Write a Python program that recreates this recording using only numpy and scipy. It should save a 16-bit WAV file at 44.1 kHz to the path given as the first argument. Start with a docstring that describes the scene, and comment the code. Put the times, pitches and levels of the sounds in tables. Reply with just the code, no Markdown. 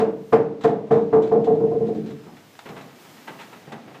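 """Inside a wooden mill, a heavy timber of the gearing rebounds against its stop: the thuds come sooner,
weaker and duller until they merge into a short rumble. The beams and the room ring on.
Steps and scuffs on the boards follow. Small ticks of wood, room noise, a soft hiss and a faint whine
lie underneath. A limiter holds the thuds down."""
import sys
import numpy as np
from scipy import signal
from scipy.fft import rfft, irfft, next_fast_len
from scipy.io import wavfile
from scipy.ndimage import uniform_filter1d, minimum_filter1d

SR = 44100
rng = np.random.default_rng(int(sys.argv[2]) if len(sys.argv) > 2 else 0)


def wav_record(signal):
    """Record a signal, one row per channel, as 16-bit PCM in the file named by sys.argv[1]."""
    frames = np.transpose(np.atleast_2d(signal))
    bounded = np.clip(frames, -1, 1)
    # unit amplitude maps onto the largest positive 16-bit level
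    quanta = np.round(bounded * 32767).astype(np.int16)
    wavfile.write(sys.argv[1], SR, quanta)


N = 176400


# timber modes: f/Hz, relative level/dB, t60/s
TIMBER_MODES = [(138.8, -20, 0.53), (162.1, -20, 0.76), (197.3, -19, 1), (216.7, -11.5, 0.57),
                (296.5, -18.5, 0.93), (313.4, -15, .6), (369.3, -22, 0.46), (426.5, -11.5, 0.66),
                (442.4, 1.5, 0.52), (460.76, 0, 0.55), (504, -9.5, 0.13), (556, -18.5, 0.37),
                (689, -12, 0.35), (719.7, -6.5, 0.28), (1035, -12.5, 0.18), (1174, -19, .3),
                (1784, -26, .3)]
# dense ring of the framework: f/Hz, relative density/dB
FRAME_SPECTRUM = [(40, -34.5), (80, -20.5), (130, 0.5), (300, 3), (480, 3.5), (750, 1), (1200, -8.5),
                  (2000, -13.5), (3500, -19), (7000, -15), (10000, -13.5), (15000, -15)]
# landings: t/s, first edge force/dB, second edge lag/s, second edge force/dB
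LANDINGS = [(-0.0539, -10, 0.029, -19), (0.3219, -9, 0.033, -22), (0.6392, -11, 0.042, -17.5),
            (0.9043, -12, 0.037, -16), (1.1243, -13, 0.0316, -14), (1.3117, -15, 0.0372, -14),
            (1.4663, -17.5, 0.032, -15), (1.5984, -21.5, 0.031, -15.5), (1.71, -21.5, 0.0321, -19),
            (1.8026, -21.5, 0.031, -20), (1.8804, -19.5, 0.025, -26.5), (1.9446, -25, 0.0227, -18.5),
            (2.0359, -27, 0.032, -32.5), (2.0852, -27, 0.021, -24)]

def gearing():
    """Each landing rings the timber's modes, whose close pair beats, and shakes framework and room."""
    frame_db, hall_db, frame_t60_s, rise_s = -5.5, -6.5, 0.31, 0.0053
    t, out = clock()[:SR], np.zeros(N + SR)  # 1 s lead-in
    modes = sum((-1) ** k * amp(db) * np.sin(2 * np.pi * hz * t) * decay(t, t60_s)
                for k, (hz, db, t60_s) in enumerate(TIMBER_MODES))
    attack = 1 - np.exp(-(t / rise_s) ** 2)
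    for rebound, (start_s, first_db, lag_s, second_db) in enumerate(LANDINGS):
        force = landing_force(rebound, first_db, lag_s, second_db)
        shake = noise(FRAME_SPECTRUM)
        frame = amp(frame_db) * shake[:SR] * decay(t, frame_t60_s)
        hall = amp(hall_db) * room_decay(shake[SR:])
        thud = signal.fftconvolve(force, (modes + frame + hall) * attack)
        at = round((start_s + 1) * SR) - len(force) // 2
        out[at:at + len(thud)] += thud
    return out[SR:]


def landing_force(rebound, first_db, lag_s, second_db, size=8192):
    """One edge lands, then the other; each rebound is slower, so its contacts are softer."""
    contact_hz, dulling, second_ratio, order = 2470, 0.85, 0.64, 2.64
    hz = np.fft.rfftfreq(size, 1 / SR)
    bandwidth_hz = contact_hz * dulling ** rebound
    contact = lambda corner_hz: (1 + (hz / corner_hz) ** (2 * order)) ** -.5
    first = amp(first_db) * contact(bandwidth_hz)
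    second = amp(second_db) * contact(bandwidth_hz * second_ratio) * np.exp(-2j * np.pi * hz * lag_s)
    return np.roll(irfft(first + second), size // 2)  # first edge at mid-buffer


# footfalls: t/s, thump level/dB, scuff level/dB, rise/s
FOOTFALLS = [(2.249, -38, -52, 0.016), (2.655, -38, -37, .003), (2.69, -38, -47.5, 0.0075),
             (2.755, -39.5, -30.5, 0.017), (2.885, -79, -47.5, 0.0054), (3.043, -51, -49, 0.0027),
             (3.16, -70, -40.5, .02), (3.27, -36.5, -29, 0.01), (3.33, -59, -49, 0.0044),
             (3.384, -73, -30.5, 0.011), (3.522, -44, -38.5, 0.0068), (3.668, -40.5, -45.5, 0.0075),
             (3.718, -36.5, -37, 0.0035), (3.871, -41, -47.5, 0.0052), (3.941, -51, -38, 0.009)]
# board thump, sole scuff: f/Hz, relative density/dB
THUMP_SPECTRUM = [(40, -44), (80, -35), (130, -2.5), (200, -3.5), (350, -7.5), (800, -10), (2000, -30.5),
                  (8000, -67)]
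SCUFF_SPECTRUM = [(100, -30), (400, -13), (850, -1.5), (1600, -7), (3000, -10.5), (5000, -25.5),
                  (9000, -34.5), (15000, -44)]
# floorboard resonances: f/Hz, width/Hz, boost/dB
BOARD_RESONANCES = [(726, 39, 0.5), (900, 32, 5), (1210, 83, 3.5), (1800, 220, 2.5), (1990, 66, 6.5),
                    (2470, 110, 0)]

def steps():
    """Each step thumps the boards, and the sole scuffs their resonances."""
    thump_env = sum(amp(db) * burst(s, rise_s, t60_s=0.4) for s, db, _, rise_s in FOOTFALLS)
    scuff_env = sum(amp(db) * burst(s, rise_s, t60_s=0.14) for s, _, db, rise_s in FOOTFALLS)
    boards = lambda hz: amp(sum(db / (1 + (2 * (hz - centre_hz) / width_hz) ** 2)
                                for centre_hz, width_hz, db in BOARD_RESONANCES))
    thump = thump_env * noise(THUMP_SPECTRUM)
    scuff = scuff_env * unit(filtered(noise(SCUFF_SPECTRUM), boards))
    return thump + scuff


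# wood ticks: t/s, level/dB, t60/s
WOOD_TICKS = [(.002, -38, 0.13), (0.609, -44.5, 0.48), (0.636, -35.5, 0.2), (0.871, -57.5, .2),
              (.912, -43.5, 0.42), (1.133, -48.5, .2), (1.221, -45, 0.36), (1.273, -51, 0.08),
              (1.321, -53, 0.14), (1.442, -43.5, 0.23), (1.549, -54.5, .15), (1.866, -52, 0.41),
              (1.947, -52, 0.29), (2.06, -47.5, 0.31), (2.107, -47, 0.066), (2.236, -51.5, 0.088),
              (2.367, -48.5, 0.17), (2.552, -48.5, .06), (2.59, -36, 0.052), (2.688, -40.5, .08),
              (2.809, -43.5, .12), (3.41, -39.5, 0.15), (3.72, -39.5, 0.092)]
# tick colour: f/Hz, relative density/dB
TICK_SPECTRUM = [(200, -24), (800, 10.5), (2000, 5.5), (2900, 0), (3700, 3.5), (4800, -7), (7500, -9),
                 (10000, -27), (15000, -24.5)]

def ticks():
    """Dry wood gives short bright cracks and longer scrapes."""
    envelope = sum(amp(db) * burst(s, rise_s=0.0009, t60_s=t60_s) for s, db, t60_s in WOOD_TICKS)
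    return envelope * noise(TICK_SPECTRUM)


# reverberation time: f/Hz, t60/s
ROOM_T60 = [(100, 0.96), (300, 0.77), (700, 0.57), (1800, 0.38), (5000, .36), (14000, 0.2)]

def room_decay(x):
    """The first second of x, dying as in the room: treble first."""
    hz, t, bins = signal.stft(x[:SR], SR, nperseg=512)
    damped = bins * decay(t, along(ROOM_T60, hz)[:, None])
    return signal.istft(damped, SR, nperseg=512)[1][:SR]


# room noise before roll-off: f/Hz, relative density/dB
AIR_SPECTRUM = [(18, -60), (30, -41.5), (75, -29.5), (97, -10), (200, -9), (222, -6.5), (260, -5),
                (524, -11.5), (754, -11), (978, -14.5), (2030, -15.5), (15000, -27.5)]
# its contour: t/s, relative level/dB
AIR_CONTOUR = [(0, -54.5), (1.7, -51), (2.5, -51), (3.1, -47), (3.5, -47), (4, -48.5)]

def room_noise(low_hz=58, top_hz=4670):
    """Dull noise, rolled off at both ends, swelling slightly."""
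    band = lambda hz: 1 / (1 + (hz / top_hz) ** 2) / (1 + (low_hz / (hz + 1)) ** 4)
    return contour(AIR_CONTOUR) * filtered(noise(AIR_SPECTRUM), band)


# whine: t/s, level/dB
WHINE_CONTOUR = [(0, -93.5), (1.8, -79), (2.3, -73.5), (2.85, -72.5), (3.05, -80), (4, -91)]

def whine(centre_hz=5144, width_hz=20):
    """A faint thin whine: one narrow band of noise."""
    band = lambda hz: np.exp(-((hz - centre_hz) / width_hz) ** 2)
    return contour(WHINE_CONTOUR) * unit(filtered(rng.standard_normal(N), band))


# hiss: f/Hz, relative density/dB
HISS_SPECTRUM = [(1000, -29), (3000, 1.5), (7000, 0.5), (10000, -5.5), (13000, -2), (15000, -3.5)]
# its contour: t/s, relative level/dB
HISS_CONTOUR = [(0.05, -81), (0.35, -64.5), (0.46, -96.5), (0.62, -78), (0.64, -80.5), (0.72, -84.5),
                (1.36, -81), (2.62, -64), (2.95, -66), (3.01, -60.5), (3.57, -63.5), (3.82, -74),
                (4.0, -69)]

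def hiss(gain_db=6):
    """A high hiss that comes and goes."""
    return amp(gain_db) * contour(HISS_CONTOUR) * noise(HISS_SPECTRUM)


def amp(db):
    """dB to gain."""
    return 10 ** (np.asarray(db) / 20)


def unit(x):
    """Scaled to rms 1."""
    return x / np.sqrt(np.mean(x ** 2) + 1e-20)


def clock():
    """Sample times in s."""
    return np.arange(N) / SR


def along(points, hz):
    """(f/Hz, value) points interpolated on a log axis."""
    f, values = np.transpose(points)
    return np.interp(np.log(hz + 1), np.log(f + 1), values)


def contour(points):
    """Gain per sample from (t/s, level/dB) points."""
    return amp(np.interp(clock(), *np.transpose(points)))


def filtered(x, response):
    """x through a zero-phase frequency response."""
    size = next_fast_len(N + SR // 2)
    return irfft(rfft(x, size) * response(np.fft.rfftfreq(size, 1 / SR)), size)[:N]


def noise(spectrum):
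    """Coloured noise, rms 1."""
    return unit(filtered(rng.standard_normal(N), lambda hz: amp(along(spectrum, hz))))


def decay(t, t60_s):
    """Falls 60 dB per t60_s."""
    return np.exp(-np.log(1000) * t / t60_s)


def burst(start_s, rise_s, t60_s):
    """Rounded attack, exponential decay to -120 dB."""
    t = np.maximum(clock() - start_s, 0)
    attack = 1 - np.exp(-(t / rise_s) ** 2)
    return attack * decay(np.minimum(t, 2 * t60_s), t60_s)


def scene():
    """Gearing, steps and ticks with their reverberation, background; mono."""
    wet_db = -8
    small_sounds = steps() + ticks()
    tail = room_decay(rng.standard_normal(SR))
    reverb = signal.fftconvolve(small_sounds, tail / np.linalg.norm(tail))[:N]
    return (gearing() + small_sounds + amp(wet_db) * reverb + room_noise() + whine() + hiss())[None]


def record(dry):
    """A limiter that ducks at once and recovers slowly, then a band limit."""
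    limit_db, hold_s, recover_s, top_hz = -3, 0.02, 0.18, 15400
    x, hold = dry[0], int(hold_s * SR)
    excess = np.log(np.maximum(np.abs(x) / amp(limit_db), 1))
    held = -minimum_filter1d(-excess, hold, origin=(hold - 1) // 2)
    release = np.exp(-clock() / recover_s)
    duck = np.maximum.accumulate(held / release) * release
    gain = np.exp(-uniform_filter1d(duck, size=64))
    return filtered(x * gain, lambda hz: hz < top_hz)[None]


dry = scene()
out = record(dry)
wav_record(out)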